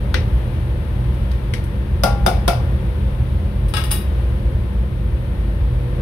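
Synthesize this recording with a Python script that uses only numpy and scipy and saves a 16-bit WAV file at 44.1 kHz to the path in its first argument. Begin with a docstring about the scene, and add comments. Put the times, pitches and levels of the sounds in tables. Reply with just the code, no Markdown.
"""A dull clack of kitchenware over the steady drone of a ship's galley: engines rumble through the
deck and an extractor hood blows. After a few softer clacks, a steel serving spoon is knocked three
times on the rim of a big stew pot to shake off the sauce; spoon, rim and wall ring, and the pot thumps
on the stove. Last, the spoon is laid down with a few clinks on a steel counter to the left.
Each hit is a set of decaying modes plus a burst of noise that trails off into the room."""
import sys
import numpy as np
from scipy import signal
from scipy.fft import rfft, irfft, next_fast_len
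from scipy.io import wavfile
from scipy.ndimage import uniform_filter1d, minimum_filter1d

SR = 44100
rng = np.random.default_rng(int(sys.argv[2]) if len(sys.argv) > 2 else 0)


def int16_out(signal):
    """Quantize to a 16-bit WAV file."""
    q = np.round(np.clip(np.atleast_2d(signal).T, -1, 1) * 32767)
    wavfile.write(sys.argv[1], SR, q.astype(np.int16))


N = 265041
TIME = np.arange(N) / SR
RING_SIZE = SR * 3 // 4
RING_TIME = TIME[:RING_SIZE]

# Levels are relative. Pan is left minus right, so positive sits to the left.
# engine rumble through the hull: f/Hz, level/dB
RUMBLE_SPECTRUM = [(20, -38), (30, -26), (41, -8.5), (49, -1), (59, 2.5), (68, -3), (87, -1), (94, -15.5),
                   (103, -9), (118, -6), (143, -24), (195, -16.5), (235, -30.5), (400, -42)]
# shaft, firing and fan tones: f/Hz, level/dB, pan/dB
MACHINE_TONES = [(35, -44.5, 2), (50, -29.5, 0.5), (59, -30, 1), (124.1, -29.5, -1.5), (147.4, -43.5, -5),
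                 (163.3, -44, -4.5), (198.5, -41.5, 4.5), (272.7, -53.5, 14), (303.8, -52, 15),
                 (340.8, -46.5, 2), (486.4, -48.5, 1), (1830, -56, 6)]
# air rushing through the hood: f/Hz, level/dB
HOOD_SPECTRUM = [(60, -10), (200, 6.5), (260, -1.5), (310, -3), (345, 3.5), (450, -3.5), (520, 1),
                 (690, -9), (1200, -12.5), (2000, -16), (3600, -21.5), (5500, -32.5), (11000, -37.5),
                 (15500, -44)]
# where the hood sits, band by band: f/Hz, pan/dB
HOOD_PAN = [(150, 5.6), (270, 2.7), (480, 1.3), (800, 4.9), (1500, 7.8), (4000, 7.8), (7000, 6.8),
            (11000, 3.2), (15000, 4.5)]
# how alike the hood is on both sides: f/Hz, correlation
HOOD_CORRELATION = [(150, 0.84), (300, 0.92), (600, 0.7), (1200, 0), (12000, 0)]
# resonances of the hood's duct: f/Hz, width/Hz, lift/dB
DUCT_RESONANCES = [(559, 16, 3.5), (871, 19, 6.5), (940, 23, 3.5), (1032, 32, 4), (1835, 23, -1.5),
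                   (3240, 470, 1)]
# the galley's reverb time: f/Hz, t60/s
GALLEY_T60 = [(200, 0.42), (1000, 0.52), (4000, 0.36), (9000, 0.26), (16000, 0.21)]

# dull clacks of kitchenware: t/s, level/dB, pitch/Hz, lift at that pitch/dB, ring/dB, treble/dB
CLACK_HITS = [(0.1427, -0.5, 1460, 2, -1, -10), (1.1416, -41, 2100, 0, -12, 21),
              (1.3155, -23.5, 3920, 4, -6, 5), (1.5372, -12, 2190, 8, -1.5, 6),
              (1.6395, -35.5, 2100, 0, -12, 25)]
# the kitchenware's short ring: f/Hz, level/dB, t60/s
CLACK_MODES = [(510, -23.5, 0.19), (1560, -36, 0.16), (1844, -16.5, 0.06), (2030, -22, 0.13),
               (2310, -29, .18), (2910, -38, 0.33), (3520, -30, .16), (3830, -29.5, 0.22),
               (5420, -27, 0.13), (5930, -24, 0.066)]
# crowded fast modes of a clack: f/Hz, level/dB
CLACK_SPECTRUM = [(300, 0), (900, -11), (1500, -4), (2700, -4.5), (4200, -5), (5000, -8), (6000, -11),
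                  (7500, -18), (11000, -27), (16000, -42)]

# spoon landing on the counter: t/s, level/dB, counter thud/dB, treble/dB
CLINK_HITS = [(3.6840, -26, -6, 4.5), (3.7380, -3.5, 1.5, -11), (3.7678, -3, 4.5, -8),
              (3.8380, -12, -8, -1.5), (3.9085, -10, -5, -2), (3.9140, -6.5, -8, 8.5)]
# the spoon ringing freely: f/Hz, level/dB, t60/s
SPOON_MODES = [(850, -34, 0.39), (1863, -34, 0.63), (2175, -41, 0.67), (2290, -38, 0.27), (2850, -35, 0.14),
               (2870, -31, .35), (3420, -36, 0.27), (3730, -33, 0.16), (3770, -35, 0.5), (3920, -34, 0.22),
               (4923, -32, 0.27), (5200, -34.5, 0.15), (8400, -49, 0.19), (8550, -32.5, 0.15),
               (9300, -45, 0.18), (9620, -32, 0.16), (10200, -42, 0.29), (10230, -37, 0.17),
               (10410, -43, 0.23), (11000, -41, 0.2), (11500, -51, 0.2), (11940, -36.5, 0.26),
               (13150, -41, 0.18), (14300, -40, .2)]
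# thud of the steel counter: f/Hz, level/dB, t60/s
COUNTER_MODES = [(1288, -24.5, 0.1), (1310, -26.5, 0.08), (1624, -30, 0.13)]
# crowded fast modes of a clink: f/Hz, level/dB
CLINK_SPECTRUM = [(300, -16), (850, -11), (1400, -7), (2400, -13), (3500, -11.5), (4500, -14), (5500, -15),
                  (7200, -18), (10000, -15), (13000, -36), (16000, -27)]

# spoon on the rim, three like strokes of the wrist: t/s, level/dB, rim ring/dB, wall ring/dB
KNOCK_HITS = [(2.0357, -1.5, -2, 0), (2.2630, -2.5, 0, -22), (2.4790, -2.6, 0, -13)]
# the held spoon and the rim under it: f/Hz, level/dB, t60/s
RIM_MODES = [(367, -22, 0.21), (530, -22, 0.39), (689.6, -12.5, 0.26), (732, -12.5, 0.14), (761, -19, 0.3),
             (852, -24, 0.42), (1220, -29.5, .2), (1350, -19.5, 0.19), (1398, -19.5, 0.18),
             (1442, -18, 0.14), (2090, -33, 0.33), (2260, -30.5, 0.33), (2630, -32, 0.27),
             (3340, -21.5, 0.072), (3620, -16.5, 0.052), (4980, -17, 0.05), (5200, -28, 0.1),
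             (5580, -30, 0.1), (8450, -37, 0.068), (10740, -32.5, 0.042)]
# the pot wall above the sauce: f/Hz, level/dB, t60/s
WALL_MODES = [(572, -24.5, 0.53), (809, -22, 0.96), (1136, -28.5, 0.65), (1397, -19, 0.44)]
# the heavy pot thumping on the stove top: f/Hz, level/dB, t60/s
THUMP_MODES = [(160, -15.5, 0.17), (212, -17.5, 0.15), (277, -27.5, 0.17), (410, -24, 0.082)]
# crowded fast modes of a knock: f/Hz, level/dB
KNOCK_SPECTRUM = [(140, -17), (350, 1), (700, 11.5), (1050, 0.5), (1400, 1), (1700, -7), (2400, -4.5),
                  (4200, -7), (5100, -0.5), (6800, -9.5), (10500, -14), (16000, -22)]

# treble colour of the mix, left then right: notch/Hz, width/Hz, peak/Hz, width/Hz
TREBLE_EQ = [(7425, 650, 8300, 1620), (8160, 1150, 10400, 1800)]


def from_db(db):
    """Decibels to gain."""
    return 10 ** (np.asarray(db) / 20)


def at_hz(points, hz):
    """Read a curve along log frequency."""
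    x, y = np.transpose(points)
    return np.interp(np.log(np.maximum(hz, 1)), np.log(x), y)


def coloured(noise, gain_of_hz):
    """Give noise a spectrum."""
    n = noise.shape[-1]
    size = next_fast_len(n)
    gain = gain_of_hz(np.fft.rfftfreq(size, 1 / SR))
    return irfft(rfft(noise, size) * gain, size)[..., :n]


def pan(pan_db):
    """Left and right gains."""
    return from_db(np.array([[.5], [-.5]]) * pan_db)


def decay(t60):
    """Free decay after a hit, 60 dB down in t60 seconds."""
    return from_db(-60 * RING_TIME / t60)


def drift(per_s):
    """A slow random wander of spread about 1."""
    knots = rng.standard_normal(400)
    return np.interp(TIME * per_s, np.arange(len(knots)), knots)


def bump(hz, centre_hz, width_hz):
    """The shape of a resonance, 1 on top."""
    return 1 / (1 + (2 * (hz - centre_hz) / width_hz) ** 2)


def treble_share(hz, corner_hz=6500):
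    """High shelf: how far a frequency depends on the hardness of the contact."""
    return hz ** 4 / (hz ** 4 + corner_hz ** 4)


def add(out, start_s, sound):
    """Drop a sound into the mix on its cue."""
    start = int(start_s * SR)
    out[:, start:start + sound.shape[-1]] += sound[:, :N - start]


def engines(rumble_db=8, waver_db=3.5, wander_turns=0.056):
    """The low bed: hull rumble, alike on both sides, and machine tones wavering in pitch and level."""
    def rumble_gain(hz):
        return from_db(rumble_db + at_hz(RUMBLE_SPECTRUM, hz)) * (hz < RUMBLE_SPECTRUM[-1][0])
    out = coloured(rng.standard_normal(N), rumble_gain)
    for hz, db, pan_db in MACHINE_TONES:
        turns = hz * TIME + wander_turns * drift(per_s=1.97) + rng.random()
        level = np.sqrt(2) * from_db(db + waver_db * drift(per_s=4))
        out = out + level * pan(pan_db) * np.sin(2 * np.pi * turns)
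    return out


def extractor_hood(air_db=-19.0, flutter_db=0.85):
    """Air rushing in a resonant duct, narrow in the bass and wide in the treble."""
    def air_gain(hz, sign):
        duct_db = sum(db * bump(hz, centre, width) for centre, width, db in DUCT_RESONANCES)
        level = from_db(air_db + at_hz(HOOD_SPECTRUM, hz) + duct_db)
        share = np.sqrt((1 + sign * at_hz(HOOD_CORRELATION, hz)) / 2)
        return level * pan(at_hz(HOOD_PAN, hz)) * share
    mid = coloured(rng.standard_normal(N), lambda hz: air_gain(hz, 1))
    side = coloured(rng.standard_normal(N), lambda hz: air_gain(hz, -1))
    flutter = from_db(flutter_db * drift(per_s=2.63))
    return (mid + np.array([side[0], -side[1]])) * flutter


def ring(modes, treble_db=0, uneven_db=1, echo_db=-10, echo_t60=0.3):
    """Struck modes; the galley's echoes add to each an unsteady copy, different on each side."""
    out = np.zeros((2, RING_SIZE))
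    knots = np.linspace(0, RING_TIME[-1], 50)
    echo_level = from_db(echo_db) * (decay(echo_t60) - decay(0.012))
    for hz, db, t60 in modes:
        # short waves reach the two sides out of step
        phase = rng.uniform(0, 2 * np.pi) + rng.normal(0, 1, 2) * min(hz / 1700, 1)
        gain = from_db(db + treble_db * treble_share(hz) + uneven_db * rng.normal(0, 1, 2))
        scatter = rng.normal(0, 1, (2, len(knots), 2)) @ [1, 1j] / np.sqrt(2)
        wave = np.exp(2j * np.pi * hz * RING_TIME)
        for side in range(2):
            direct = decay(t60) * np.exp(1j * phase[side])
            echo = echo_level * np.interp(RING_TIME, knots, scatter[side])
            out[side] += gain[side] * ((direct + echo) * wave).real
    return out


def mode_ripple(spread_db):
    """The many small peaks and dips of one steel object, flattening in the bass: f/Hz, level/dB."""
    hz = np.linspace(100, 16000, 190)
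    ripple_db = spread_db * (2 * rng.random(len(hz)) - 1)
    return np.c_[hz, ripple_db * np.minimum(hz / 2500, 1)]


def clatter(spectrum, ripple, treble_db, crack_db, crack_t60, body_db, body_t60, room_db):
    """Modes too crowded to tell apart: a crack, a short body and a room tail that dies band by band."""
    def noise_gain(hz):
        return from_db(at_hz(spectrum, hz) + at_hz(ripple, hz) + treble_db * treble_share(hz))
    noise = coloured(rng.standard_normal((2, RING_SIZE)), noise_gain)
    crack = from_db(crack_db) * decay(crack_t60)
    body = from_db(body_db) * decay(body_t60)
    centres, t60s = np.transpose(GALLEY_T60)
    out = 0
    for weights, t60 in zip(np.eye(len(centres)), t60s):
        band = coloured(noise, lambda hz: at_hz(np.c_[centres, weights], hz))
        tail = from_db(room_db) * decay(t60)
        out = out + band * np.sqrt(crack ** 2 + body ** 2 + tail ** 2)
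    return out


def kitchenware_clacks(pitch_width_hz=450, snap_db=-12, snap_t60=0.017, pan_db=5):
    """Damped contacts, each with one broad pitch that snaps and dies at once."""
    out = np.zeros((2, N))
    hz, ripple_db = mode_ripple(spread_db=1).T
    for start_s, db, pitch_hz, lift_db, ring_db, treble_db in CLACK_HITS:
        pitched_ripple = np.c_[hz, ripple_db + lift_db * bump(hz, pitch_hz, pitch_width_hz)]
        noise = clatter(CLACK_SPECTRUM, pitched_ripple, treble_db, crack_db=-2, crack_t60=0.035,
                        body_db=-10, body_t60=0.22, room_db=-19.5)
        snap = from_db(snap_db + lift_db) * decay(snap_t60) * np.sin(2 * np.pi * pitch_hz * RING_TIME)
        tones = from_db(ring_db) * ring(CLACK_MODES)
        add(out, start_s, from_db(db) * pan(pan_db) * (tones + snap + noise))
    return out


def spoon_laid_down(pan_db=8.5, pan_per_treble=0.12):
    """The spoon's bowl bounces on the counter, then the handle drops with a bright clink."""
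    out = np.zeros((2, N))
    ripple = mode_ripple(spread_db=12.5)
    for start_s, db, thud_db, treble_db in CLINK_HITS:
        spoon = ring(SPOON_MODES, treble_db, echo_db=-4)
        counter = from_db(thud_db) * ring(COUNTER_MODES, echo_db=-7.5)
        noise = clatter(CLINK_SPECTRUM, ripple, treble_db, crack_db=-7.5, crack_t60=0.041,
                        body_db=-16, body_t60=0.091, room_db=-8.5)
        place = pan(pan_db - pan_per_treble * treble_db)  # bright hits sit nearer the centre
        add(out, start_s, from_db(db) * place * (spoon + counter + noise))
    return out


def rim_knocks(treble_db=-2.5, pan_db=4.5):
    """The spoon's shank lands on the rim; how much the pot wall rings depends on the spot it hits."""
    out = np.zeros((2, N))
    ripple = mode_ripple(spread_db=0)
    for start_s, db, rim_db, wall_db in KNOCK_HITS:
        rim = from_db(rim_db) * ring(RIM_MODES, treble_db)
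        wall = from_db(wall_db) * ring(WALL_MODES)
        noise = clatter(KNOCK_SPECTRUM, ripple, treble_db, crack_db=2, crack_t60=0.025,
                        body_db=-12, body_t60=0.19, room_db=-12)
        thump = ring(THUMP_MODES)
        add(out, start_s, from_db(db) * (pan(pan_db) * (rim + wall + noise) + thump))
    return out


def from_the_right(x, lag_s=0.00031):
    """Long waves pass the right side first and reach the left a moment later."""
    return np.array([np.interp(TIME - lag_s, TIME, x[0]), x[1]])


def from_the_left(x, band_hz=(2200, 7000), shade=0.57):
    """The right side is shaded from the short waves of a close source, so it sounds duller."""
    bandpass = signal.butter(1, band_hz, "band", fs=SR, output="sos")
    short_waves = signal.sosfilt(bandpass, x[1] + 1e-18)
    return np.array([x[0], x[1] - shade * short_waves])


def scene():
    """Spoon, pot and kitchenware up front, over a bed of engines and hood."""
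    hits = from_the_left(rim_knocks() + kitchenware_clacks()) + spoon_laid_down()
    return hits + from_the_right(engines()) + extractor_hood()


def notch_and_peak(x, notch_hz, notch_width_hz, peak_hz, peak_width_hz):
    """Colour the treble with a notch and a peak just above it; the bass keeps its level."""
    def resonance(hz, width_hz):
        radius = np.exp(-np.pi * width_hz / SR)
        return np.array([1, -2 * radius * np.cos(2 * np.pi * hz / SR), radius * radius])
    notch, peak = resonance(notch_hz, notch_width_hz), resonance(peak_hz, peak_width_hz)
    return signal.lfilter(notch / notch.sum(), peak / peak.sum(), x)


def limiter(x, ceiling=0.83, window=32):
    """The gain ducks for about a millisecond round any peak that would pass the ceiling."""
    allowed = np.minimum(1, ceiling / (np.abs(x).max(axis=0) + 1e-9))
    return x * uniform_filter1d(minimum_filter1d(allowed, window), window)


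def record(dry):
    """The master chain: a 5 ms fade-in, treble colour, peak limiting and a steep top cut."""
    fade_in = np.minimum(TIME / .005, 1)
    shaped = np.array([notch_and_peak(x * fade_in, *eq) for x, eq in zip(dry, TREBLE_EQ)])
    top_cut = signal.ellip(10, .1, 80, 15650, fs=SR, output="sos")
    return signal.sosfilt(top_cut, limiter(shaped))


dry = scene()
out = record(dry)
int16_out(out)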